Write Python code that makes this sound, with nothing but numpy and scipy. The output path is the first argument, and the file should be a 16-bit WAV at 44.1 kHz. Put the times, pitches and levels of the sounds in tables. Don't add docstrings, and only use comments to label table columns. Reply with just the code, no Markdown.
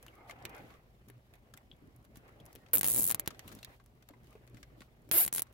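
import sys
import numpy as np
from scipy import signal
from scipy.fft import rfft, irfft, next_fast_len
from scipy.io import wavfile
from scipy.ndimage import uniform_filter1d

SR = 44100
rng = np.random.default_rng(int(sys.argv[2]) if len(sys.argv) > 2 else 0)


def unload_audio(sound):
    columns = np.transpose(np.atleast_2d(sound))
    steps = np.round(np.clip(columns, -1, 1) * 32767)
    wavfile.write(sys.argv[1], SR, steps.astype(np.int16))


def field_ratio(decibels):
    return 10 ** (np.asarray(decibels, dtype=float) / 20)


N = 243873

# time in seconds, teeth passed so far.
SLIDE_TRAVEL = [
    [(2.7324, 0), (2.7366, 2), (2.7484, 8), (2.7505, 9), (2.7535, 10)],
    [(5.1198, 0), (5.1329, 4), (5.1386, 6), (5.1511, 10), (5.1624, 14), (5.1696, 17), (5.1791, 22),
     (5.1849, 26), (5.195, 36), (5.2015, 42), (5.2104, 48), (5.2207, 56), (5.2264, 60), (5.232, 63),
     (5.2341, 64), (5.2371, 65), (5.2407, 66)],
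]
# time in seconds, snap level in dB, push relative to it in dB,
# lean to the left in dB.
SLIDE_EFFORT = [
    [(2.732, -16, -27, 0), (2.74, -15, -23, -5), (2.746, -20, -26, -3), (2.7545, -13, -30.5, 0.3)],
    [(5.119, -22, -32, 8), (5.14, -21, -22.5, -1), (5.158, -19, -23, -4), (5.17, -19.5, -24, 1.2),
     (5.182, -15.5, -29, -1), (5.19, -22.5, -24, -2), (5.203, -19.5, -24, 0), (5.222, -22, -29.5, 0),
     (5.241, -23, -29, 8)],
]
# time in seconds, snap level in dB,
# push on the strap relative to it in dB, knock relative to it in dB.
CATCHES = [(2.7603, -14, -25, -28), (2.7711, -19, -18.5, -21), (2.7815, -17, -23.5, -31),
           (2.7915, -21, -30, -19.5), (2.8105, -18, -15, -52), (2.8312, -19, -15.5, -57),
           (2.8435, -16.5, -17, -50), (3.1028, -19.5, -12, -51), (3.1114, -15, -19, -46),
           (3.1206, -21.5, -17, -31), (3.1454, -18.5, -14.5, -56), (3.1957, -20, -16.5, -57),
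           (3.2755, -21, -8, -20), (5.1133, -19, -11.5, -32), (5.2492, -21, -19, -44),
           (5.2624, -21.5, -20, -24), (5.2779, -23.5, -11.5, -29), (5.3268, -22, -16.5, -28),
           (5.3373, -22, -35, -50), (5.3483, -20, -19.5, -51), (5.3603, -21, -18.5, -58),
           (5.373, -25.5, -17.5, -46), (5.3813, -22.5, -10.5, -56), (5.3942, -21.5, -15, -37),
           (5.4196, -19, -20.5, -45)]
# time in seconds, snap level in dB.
STEADY_TEETH = [(2.851, -22), (2.8564, -21), (2.8642, -16.5), (2.8743, -16), (2.8835, -14), (2.892, -20),
                (2.8998, -17), (2.9093, -17.5), (2.917, -17), (2.9281, -20.5), (2.9372, -18), (2.9457, -17),
                (2.9534, -23), (2.9614, -16), (2.97, -18.5), (2.9778, -18.5), (2.9847, -18),
                (2.9902, -17.5), (2.9944, -18), (2.9977, -18), (3.0065, -18), (3.0159, -19.5), (3.022, -17),
                (3.0309, -18), (3.0411, -15), (3.0524, -17.5), (3.065, -18), (3.0755, -17), (3.0857, -19),
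                (3.095, -19.5)]
# time in seconds, push and knock relative to the snap in dB.
STEADY_EFFORT = [
    (2.85, -20, -28.5),
    (2.92, -25.5, -32),
    (2.975, -22, -19.5),
    (2.994, -27.5, -20.5),
    (3.02, -24, -28),
    (3.065, -29, -38),
    (3.095, -21, -35),
]
# time in seconds, pitch of the pawl's ring in Hz,
# lean to the left of the snap in dB, of the push in dB.
CLOSING_LOOP = [(2.73, 12600, -2, -7), (2.795, 11300, 5, 16), (2.81, 11400, 0, 13.5),
                (2.92, 10300, -0.5, 1), (2.97, 10400, 2, 0), (3.1, 11400, 1.5, 1), (3.28, 11860, -2, 5.5),
                (5.11, 13450, -9, -15.5), (5.19, 13100, -3, 4.5), (5.28, 11500, 1, -3.5),
                (5.33, 11000, 1, 5.5), (5.42, 10700, 1.5, 10.5)]
# frequency in Hz, level in dB per Hz.
SLOW_RING = [(4000, -34.5), (6300, -20.5), (6750, -14), (7600, -11), (8600, -10.5), (9600, -9.5),
             (10800, -8), (12000, -7), (13500, -4.5), (15000, -9), (15800, -7), (16500, -34)]
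# frequency in Hz, level in dB per Hz.
FAST_RING = [(2650, -21), (4500, -31), (6200, -24), (6910, -18), (8320, -17), (9270, -17), (10400, -9),
             (11200, -6.5), (12000, -5.5), (12900, -1.5), (14000, -6.5), (15800, -7), (16500, -25)]
# start in seconds, length in seconds, level in dB.
DRAGS = [
    (2.733, .065, -63),
    (2.845, 0.25, -40.5),
    (5.115, 0.139, -33.5),
    (5.327, 0.083, -41),
]
# frequency in Hz, level in dB per Hz.
DRAG_COLOUR = [(300, -18), (1000, -17), (2500, -5.5), (5000, -1.5), (6300, -7.5), (6800, -2), (8000, 0.5),
               (9500, 3.5), (11000, 16), (12500, 4.5), (15800, -2.5), (16000, -56)]
# time in seconds, level in dB, fizz relative to it in dB,
# ring in Hz.
TAPS = [(0.0273, -48.5, 16, 1580), (0.0643, -45, 4, 1010), (0.0803, -51.5, 12.5, 2780),
        (0.2956, -41, -11, 1150), (0.3097, -36.5, -11, 2250), (0.4245, -50, -17, 1240),
        (0.452, -29, 6.5, 2200), (0.5792, -41.5, -21, 1550), (0.7035, -42.5, -26, 1210),
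        (0.7394, -42, -31, 1110), (1.1005, -50.5, 7, 2200), (1.5384, -39.5, 2, 950),
        (1.5742, -45.5, 9.5, 2190), (1.9626, -63.5, 19.5, 1950), (2.049, -47.5, 8.5, 969),
        (2.4024, -54.5, 9, 3270), (2.6854, -48, -19, 1780), (3.26, -41, -9, 1200), (3.3465, -41, -34, 1350),
        (3.393, -36, 2, 2030), (3.4904, -44, -10, 1160), (3.5887, -44.5, 4, 3880), (3.6295, -36, -4, 3810),
        (4.0246, -48, 1, 900), (4.0876, -39, 7.5, 900), (4.2441, -60, 4.5, 1180), (4.271, -55, -14, 2770),
        (4.476, -51.5, -0.5, 1950), (4.6293, -39, -12.5, 2000), (4.806, -42, -12, 1910)]
# time in seconds, level in dB, fizz relative to it in dB, ring in Hz.
SCUFFS = [(0.4945, -47, 9.5, 966), (0.547, -44, 2, 2100), (1.0848, -50.5, 10.5, 1100),
          (1.337, -52, 7.5, 2200), (1.3536, -56.5, 6, 1060), (2.1575, -48, 3, 1010),
          (2.1704, -52, 16, 2120), (2.2797, -53, 5, 910), (2.662, -43, -42, 1830),
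          (3.305, -38.5, -13, 1190), (3.4774, -42.5, 12, 2830), (3.5162, -42, -13, 1230),
          (3.524, -43, 7, 1180), (3.5504, -55, 19, 902), (4.3277, -56, 2, 2440), (4.3532, -59, -20, 1020),
          (4.544, -52, -5, 1140), (4.57, -48.5, -19, 2120), (4.818, -41, -25, 1170), (5.09, -51, 9, 1000),
          (5.468, -55.5, -10, 1320), (4.136, -50.5, -40.5, 1680), (4.106, -51, -41.5, 600),
          (3.799, -49, -37, 1320), (0.387, -59, -15, 1900)]
# time in seconds, level in dB, fizz relative to it in dB, ring in Hz.
CRACKS = [
    (2.455, -48.5, 24.5, 907),
    (2.4625, -42.5, 22, 918),
    (2.5295, -42.5, 22, 1010),
    (2.553, -33, 10, 902),
    (2.5584, -36, 4, 1810),
    (2.712, -51.5, -2.5, 1480),
    (3.6474, -21, 11.5, 4180),
    (3.8616, -46.5, 15.5, 995),
]
# time in seconds, level in dB.
FLECKS = [(0.045, -54), (0.1535, -47), (0.2823, -60), (0.3284, -66), (0.565, -43), (0.6494, -64),
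          (1.066, -62), (1.617, -59), (1.7654, -57), (1.873, -54), (2.0283, -61), (2.0434, -56),
          (2.2934, -54), (2.564, -50), (3.7534, -63), (3.8404, -55.5), (4.2164, -71), (4.2334, -55),
          (4.3076, -49.5), (4.468, -54), (4.4977, -55), (1.568, -43), (5.0195, -58), (0.232, -64),
          (0.404, -56), (2.205, -64), (5.5255, -47)]
# frequency in Hz, level in dB per Hz.
FIZZ = [(2500, -26), (5500, -4), (8000, -6.5), (10500, 0), (13000, -1), (15500, -8.5), (17000, -9.5)]
# time in seconds, level in
# dB, ring in Hz, time to fall 60 dB in seconds.
PINGS = [(0.0824, -35.5, 2870, 0.0083), (0.2967, -36, 2120, 0.03), (0.4524, -59, 2550, 0.014),
         (1.7146, -34, 3300, 0.0077), (1.734, -53, 3340, 0.014), (2.4, -47.5, 3280, 0.031),
         (3.5, -48, 1270, 0.021), (4.136, -48.5, 964, 0.039), (4.139, -49.5, 2060, 0.013),
         (4.203, -65, 2790, 0.013), (4.328, -62.5, 2440, 0.015), (4.355, -51, 2530, 0.011),
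         (0.297, -40, 1130, 0.029), (0.311, -36.5, 2170, 0.016), (1.576, -54, 7800, 0.02),
         (3.306, -41.5, 1240, 0.019), (3.63, -37, 2680, 0.012), (3.63, -44, 4200, 0.012),
         (3.8, -51.5, 1200, 0.023), (5.326, -27, 6100, 0.007), (5.338, -33, 6100, 0.0082),
         (5.349, -33, 6430, 0.007), (5.361, -32, 6300, 0.0077), (5.396, -39, 6200, 0.007)]
# time in seconds, level in dB, ring in Hz, time to fall 60 dB in seconds.
KNOCKS = [(0.295, -41, 677, 0.061), (0.45, -41.5, 350, 0.095), (1.099, -41.5, 376, 0.032),
          (2.172, -40, 211, 0.031), (2.553, -33, 444, 0.0077), (3.551, -43, 260, 0.037),
          (4.1, -44, 604, .02), (4.106, -45, 292, 0.058), (4.227, -47, 160, 0.036),
          (4.278, -50.5, 260, 0.022), (4.353, -39.5, 435, 0.028), (4.543, -39, 233, 0.02),
          (4.808, -39, 263, 0.035)]
# time in seconds, grip level in dB, sliding of skin in dB.
HANDS = [(0.0, -68, -64.5), (0.29, -66.5, -61.5), (0.58, -56, -53), (0.86, -72, -71.5), (1.4, -74, -72),
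         (1.6, -68.5, -70), (2.1, -63, -72.5), (2.17, -66, -68), (2.41, -58.5, -65), (2.71, -68, -69.5),
         (3.16, -60, -62.5), (3.536, -57, -62.5), (3.858, -73.5, -76.5), (4.348, -64.5, -67.5),
         (4.884, -63.5, -70.5), (4.954, -71.5, -72.5), (5.09, -56.5, -72.5), (5.5, -80, -68.5)]
# start in seconds, length in seconds, level in dB.
RUBS = [
    (1.3, .1, -71),
    (2.225, .1, -66),
    (2.45, .08, -69),
    (3.65, .12, -62),
    (4.28, .06, -66),
]
# start in seconds, length in seconds, level in dB.
RUSTLES = [(0.0, 0.2, -83), (.27, 0.065, -61), (.44, 0.038, -94), (.54, 0.24, -76.5), (2.14, 0.06, -70),
           (2.44, 0.21, -82), (3.13, 0.094, -80), (3.28, 0.31, -78), (3.44, 0.2, -70.5), (3.66, .13, -74.5),
           (4.22, 0.16, -80), (4.53, 0.11, -76), (4.76, .12, -76), (5.04, .07, -82.5)]
# frequency in Hz, level in dB per Hz.
THUD_COLOUR = [(47, -40), (80, -10), (123, -2), (183, -10), (248, -9), (283, -6.5), (498, -22),
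               (600, -13.5), (780, -45.5), (1320, -120)]
# frequency in Hz, level in dB per Hz.
SKIN_COLOUR = [(150, -42), (250, -9.5), (368, -2.5), (486, -2), (789, -2.5), (858, -6), (1220, -7),
               (1330, -8.5), (1500, -9), (1690, -9.5), (2100, -8.5), (2740, -15), (4500, -37.5),
               (5850, -65.5), (9900, -120)]
# frequency in Hz, level in dB per Hz.
HISS_COLOUR = [(1760, -19), (3000, -2), (7750, -13), (9460, -13), (13300, -7.5), (15100, -15.5),
               (15800, -7), (16000, -52)]
# start in seconds, length in seconds, level in dB,
# starting pitch in Hz, ending pitch in Hz.
SQUEAKS = [(.46, .14, -70, 2450, 2420), (.48, .17, -61, 800, 790), (.49, .05, -62, 960, 950),
           (.5, .11, -65, 2120, 2150), (.535, .1, -63, 1440, 1560), (.69, .09, -72, 1200, 1140),
           (.15, .13, -66, 1230, 1200), (.17, .14, -64, 810, 800), (.3, .15, -63, 800, 770),
           (.1, .16, -72, 2200, 2120), (3.51, .06, -56, 410, 320), (2.59, .07, -73, 1850, 1850),
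           (4.3, .035, -66, 1200, 1180)]
# frequency in Hz, time to fall 60 dB in seconds.
CABIN_DECAY = [(300, .06), (2000, .065), (6000, .036), (12000, .024)]
# frequency in Hz, level in dB per Hz.
AIR_COLOUR = [(12, -41.5), (20, -26), (58, -3), (124, -13), (179, -15.5), (244, -11), (289, -36.5),
              (342, -17.5), (1210, -36.5), (9410, -47), (15800, -42.5), (16000, -81.5)]
# frequency in Hz, width in Hz, level in dB.
HUM = [
    (53, 11, -70),
    (119.5, 15, -68),
]
# frequency in Hz, left-right likeness from -1 to 1.
LIKENESS = [(60, 0.74), (180, 0.93), (550, 0.62), (1650, -0.43), (4970, 0.068), (15000, -0.16)]

RUSTLE_EDGE_S = 0.038


def tie():
    fast = np.vstack([slide_teeth(*slide) for slide in zip(SLIDE_TRAVEL, SLIDE_EFFORT)])
    fast = np.c_[fast, fast[:, 2]]
    single = np.vstack([CATCHES, steady_teeth()])
    scatter_db = -2 * rng.standard_normal((len(single), 1))
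    lean_db = loop(single[:, :1], column=2) + scatter_db
    single = np.insert(single, [3], lean_db, axis=1)
    slow = snaps(single, SLOW_RING, lag=2, spike_ms=0.027, knock_ms=0.82, knock_db=4.0, spike_db=15,
                 scrape_db=5.5, alike=0.17, spike_at_ms=0.629, tail_db=-16.5, pawl_db=-6.0,
                 side_db=5.5, strap_db=-34.5)
    quick = snaps(fast, FAST_RING, lag=3, spike_ms=0.085, knock_ms=0.56, knock_db=3, spike_db=16,
                  scrape_db=0, alike=0.93, spike_at_ms=0.45, tail_db=-14.5, pawl_db=-6.0,
                  side_db=-0.7, strap_db=-12.5)
    return signal.lfilter(*signal.butter(N=2, Wn=70, btype="high", fs=SR), [slow, quick])


def slide_teeth(travel, effort):
    s, passed = np.transpose(travel)
    at = np.interp(np.arange(passed[-1] + 1), passed, s)
    times, *columns = np.transpose(effort)
    even = np.transpose([at] + [np.interp(at, times, c) for c in columns])
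    spread = [2.5e-5, 1.2, 1.2, 1.5]  # s, dB, dB, dB
    return even + rng.standard_normal((len(at), 4)) * spread


def steady_teeth():
    times, *levels = np.transpose(STEADY_EFFORT)
    at = np.transpose(STEADY_TEETH)[0]
    effort_db = np.transpose([np.interp(at, times, c) for c in levels])
    uneven_db = rng.standard_normal((len(at), 2)) * (1.5, 1)
    return np.c_[STEADY_TEETH, effort_db + uneven_db]


def loop(s, column):
    return np.interp(s, *np.transpose(CLOSING_LOOP)[[0, column]])


def snaps(teeth, ring, lag, spike_ms, knock_ms, knock_db, spike_db, scrape_db, alike, spike_at_ms,
          tail_db, pawl_db, side_db, strap_db):
    t = np.arange(300) / SR
    ms = t * 1e3
    shape = (1 - np.exp(-t / 0.00058)) ** 3 * (np.exp(-t / 0.00056) + field_ratio(tail_db) * np.exp(-t / 0.0016))
    knock = -(ms / knock_ms) ** 2 * np.exp(2 - 2 * ms / knock_ms)
    after = np.maximum(t - spike_at_ms / 1e3, 0)
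    loose_end = np.exp(-after / 0.00053) * np.sin(2 * np.pi * 2000 * after)
    spike = field_ratio(strap_db) * loose_end - np.exp(-((ms - spike_at_ms) / spike_ms) ** 2)
    ring_taps = causal(ring)
    out = np.zeros((2, N + len(t)))
    chance = rng.standard_normal((140, 5, len(t)))
    repeated = max(alike, 0.5)
    for (s, db, push_db, pan_db, thud_db), (a, b, c, d, e) in zip(teeth, chance):
        shared = np.sqrt(1 - repeated) * c + np.sqrt(repeated) * chance[-1, 0]
        rattle = 0.8 * np.array([shared, np.roll(shared, lag)]) + 0.6 * np.array([a, b])
        head = signal.lfilter(ring_taps, 1, shape * rattle)
        r = np.exp(-np.pi * 810 / SR)
        turn = 2 * np.pi * loop(s, column=1) / SR
        pawl = signal.lfilter([1, 0, -1], [1, -2 * r * np.cos(turn), r * r], head)
        head = evened(head) + field_ratio(pawl_db) * evened(pawl)
        mid = evened(head[0] + head[1])
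        side = field_ratio(side_db) * evened(head[0] - head[1])
        head = np.array([mid + side, mid - side])
        head *= sides(pan_db)[:, None] / np.linalg.norm(head, axis=1, keepdims=True)

        grit = np.sqrt(1 - alike ** 2) * np.array([d, e]) + alike * chance[-1, 1:3]
        scrape = shape * signal.lfilter([1], [1, -0.8], grit)
        hard_db = 0.6 * min(push_db + 18, 0)
        spike_lean = field_ratio(1.8 * (1 - alike) * np.array([[d[0]], [-d[0]]]))
        push = field_ratio(spike_db + hard_db) * spike_lean * spike + field_ratio(scrape_db) * scrape
        push *= sides(loop(s, column=3))[:, None]

        tooth = field_ratio(13.5) * head + field_ratio(push_db) * push + field_ratio(thud_db + knock_db) * knock
        out[:, round(s * SR):][:, :len(t)] += field_ratio(db) * tooth
    return out[:, :N]


def drag():
    return bursts(DRAGS, edge_s=0.006) * noise(DRAG_COLOUR, patchy_db=0.5, flicker_db=2.5)


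def ticks():
    t = np.arange(1800) / SR
    out = np.zeros((2, N + len(t)))
    fizz_taps = causal(FIZZ)[:64]
    chance = rng.standard_normal((90, 4, len(t)))
    lengths_ms = [(TAPS, 3.06), (SCUFFS, 5.6), (CRACKS, 0.55)]
    rows = [(*row, ms) for table, ms in lengths_ms for row in table]
    rows += [(s, db - 9, 14.5, 2400, 2.4) for s, db in FLECKS]
    pans = 1.9 + 1.5 * rng.standard_normal(len(chance))
    for (s, db, fizz_db, hz, ms), pan_db, (a, b, c, d) in zip(rows, pans, chance):
        shape = (1 - np.exp(-t / 0.0001)) * np.exp(-t / (max(ms, 0.3) * 0.00084))
        slips = (0.43 * c + 1.13 * np.array([a, b])) * field_ratio(8.7 * d)
        r = np.exp(-np.pi * 1000 / SR)
        resonance = [1, -2 * r * np.cos(2 * np.pi * hz / SR), r * r]
        ring = evened(signal.lfilter(np.convolve([1, 1], [1, 0, -1]), resonance, slips))
        body = evened(signal.lfilter([1, 0.1, -0.9], [1, -1.2, 0.4], slips))
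        fizz = evened(signal.lfilter(fizz_taps, 1, slips))
        body_gain = 0.32 * field_ratio(1.1 * min(fizz_db + 14.5, 0))
        fizz_gain = 0.16 * field_ratio(fizz_db) * (0.66 + 0.9 * np.exp(-t / (ms * 0.00032)))
        sound = 0.26 * ring + body_gain * body + fizz_gain * fizz
        i = round(s * SR)
        out[:, i:i + len(t)] += field_ratio(db) * sides(pan_db)[:, None] * shape * sound
    return out[:, :N]


def pings():
    t = np.arange(3000) / SR
    out = np.zeros((2, N + len(t)))
    for s, db, hz, t60 in PINGS + KNOCKS:
        decay = field_ratio(db - 4.5 - 60 * t / max(t60, 0.005))
        ring = (1 - np.exp(-t / 0.00018)) ** 2 * decay * np.sin(2 * np.pi * hz * t)
        out[:, round(s * SR):][:, :len(t)] += sides(1.9)[:, None] * ring
    return out[:, :N]


def hands():
    s, *levels = np.transpose(HANDS)
    grip_db, slide_db = (np.interp(np.arange(N) / SR, s, db) for db in levels)
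    thud = field_ratio(grip_db) * noise(THUD_COLOUR, patchy_db=5.0, flicker_db=2.5)
    rub_gain = field_ratio(slide_db) + bursts(RUBS, RUSTLE_EDGE_S)
    rub = rub_gain * noise(SKIN_COLOUR, patchy_db=2.0, flicker_db=2.0)
    hiss_db = -78.5 + 0.35 * (slide_db + 65)
    hiss_gain = field_ratio(hiss_db) + bursts(RUSTLES, RUSTLE_EDGE_S)
    return thud + rub + hiss_gain * noise(HISS_COLOUR, patchy_db=1.2, flicker_db=0.8)


def squeaks():
    out = np.zeros((2, N))
    r = np.exp(-np.pi * 190 / SR)
    for s, length, db, from_hz, to_hz in SQUEAKS:
        a, b = rng.standard_normal((2, 2, SR // 5))
        wander = a + 0.21 * a[::-1] + 1j * (b + 0.79 * b[::-1])
        fuzz = signal.lfilter([1], [1, -2 * r, r * r], wander)
        t = np.arange(0, length, 1 / SR)
        turns = np.cumsum(from_hz + (to_hz - from_hz) * t / length) / SR
        tone = evened((fuzz[:, -len(t):] * np.exp(2j * np.pi * turns)).real)
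        swell = np.minimum(np.minimum(t, length - t) / 0.025, 1)
        out[:, round(s * SR):][:, :len(t)] += field_ratio(db) * swell * tone
    return out


def cabin(x):
    out = np.zeros_like(x)
    t = np.arange(N) / SR
    for k in range(3):
        taps = np.zeros((2, 4400))
        at = np.arange(50, 4380, 10) + rng.integers(0, 10, (2, 433))
        np.put_along_axis(taps, at, rng.choice([-1., 1.], at.shape), 1)
        hz, s, z = signal.stft(taps, SR, nperseg=64)
        decay = field_ratio(-60 * s / read(CABIN_DECAY, hz)[:, None])
        tail = signal.istft(z * decay, SR, nperseg=64)[1]
        tail = tail / np.linalg.norm(tail[0])
        share = np.sqrt(2 / 3) * np.cos(2 * np.pi * (9 * t + k / 3))
        out += signal.oaconvolve(x * share, tail, axes=1)[:, :N]
    return out


def air():
    length = next_fast_len(N)
    hz = np.fft.rfftfreq(length, 1 / SR)
    booms = 0
    for f, width, db in HUM:
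        spectrum = rfft(rng.standard_normal(length)) / (1 + (2 * (hz - f) / width) ** 2)
        booms = booms + field_ratio(db) * evened(irfft(spectrum, length)[:N])
    return field_ratio(-65.5) * noise(AIR_COLOUR, patchy_db=-1.25, flicker_db=3.0) + booms


def noise(points, patchy_db, flicker_db):
    length = next_fast_len(N)
    hz = np.fft.rfftfreq(length, 1 / SR)
    left, other = rfft(rng.standard_normal((2, length)))
    same = np.clip(read(LIKENESS, hz), -1, 1)
    right = same * left + np.sqrt(1 - same ** 2) * other
    pair = irfft(np.array([left, right]) * field_ratio(read(points, hz)), length)
    z = signal.stft(pair, SR, nperseg=512, noverlap=320)[2]
    patches = uniform_filter1d(rng.standard_normal(z.shape[1:]), size=5, axis=0)
    patches = evened(uniform_filter1d(patches, size=10, axis=1))
    flicker = evened(uniform_filter1d(rng.standard_normal(z.shape[2]), size=2))
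    z *= field_ratio(patchy_db * patches + flicker_db * flicker)
    return evened(signal.istft(z, SR, nperseg=512, noverlap=320)[1][:, :N])


def bursts(rows, edge_s):
    t = np.arange(N) / SR
    return sum(field_ratio(db) * np.clip(np.minimum(t - s, s + length - t) / edge_s, 0, 1) for s, length, db in rows)


def causal(points):
    hz = abs(np.fft.fftfreq(1024, 1 / SR))
    log_gain = np.log(field_ratio(np.maximum(read(points, hz), -60)))
    taps = np.fft.ifft(np.exp(signal.hilbert(log_gain).conj())).real[:256]
    return taps / abs(taps).max()


def read(points, hz):
    f, value = np.transpose(points)
    return np.interp(np.log(hz + 1), np.log(f + 1), value)


def sides(pan_db):
    return field_ratio(np.multiply.outer([0.5, -0.5], pan_db))


def evened(x):
    return x / np.sqrt(np.mean(x ** 2) + 1e-20)


def scene():
    slow, quick = tie()
    ticking = ticks()
    ringing = pings()
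    sent = field_ratio(-8.0) * slow + field_ratio(-11) * quick + field_ratio(-6.5) * ticking + field_ratio(-7) * ringing
    close = slow + quick + ticking + ringing
    return close + cabin(sent) + hands() + squeaks() + air() + drag()


def low_pass(x):
    return signal.sosfilt(signal.butter(12, 17090, fs=SR, output="sos"), x)


def record(dry):
    low, wide = (signal.oaconvolve(dry, signal.firwin(numtaps=601, cutoff=hz, window=("kaiser", 9), fs=SR)[None],
                                   "same", axes=1)
                 for hz in (15950, 16900))
    power = uniform_filter1d((np.diff(low, prepend=0) ** 2).sum(0), size=44)
    before = np.roll(uniform_filter1d(power, size=600), 360)
    attack = power > 25 * before
    near_attack = uniform_filter1d(1. * attack, size=400) > 1e-6
    gate = uniform_filter1d(1. * near_attack, size=200)
    return low_pass(low + gate * (wide - low))


dry = scene()
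out = record(dry)
unload_audio(out)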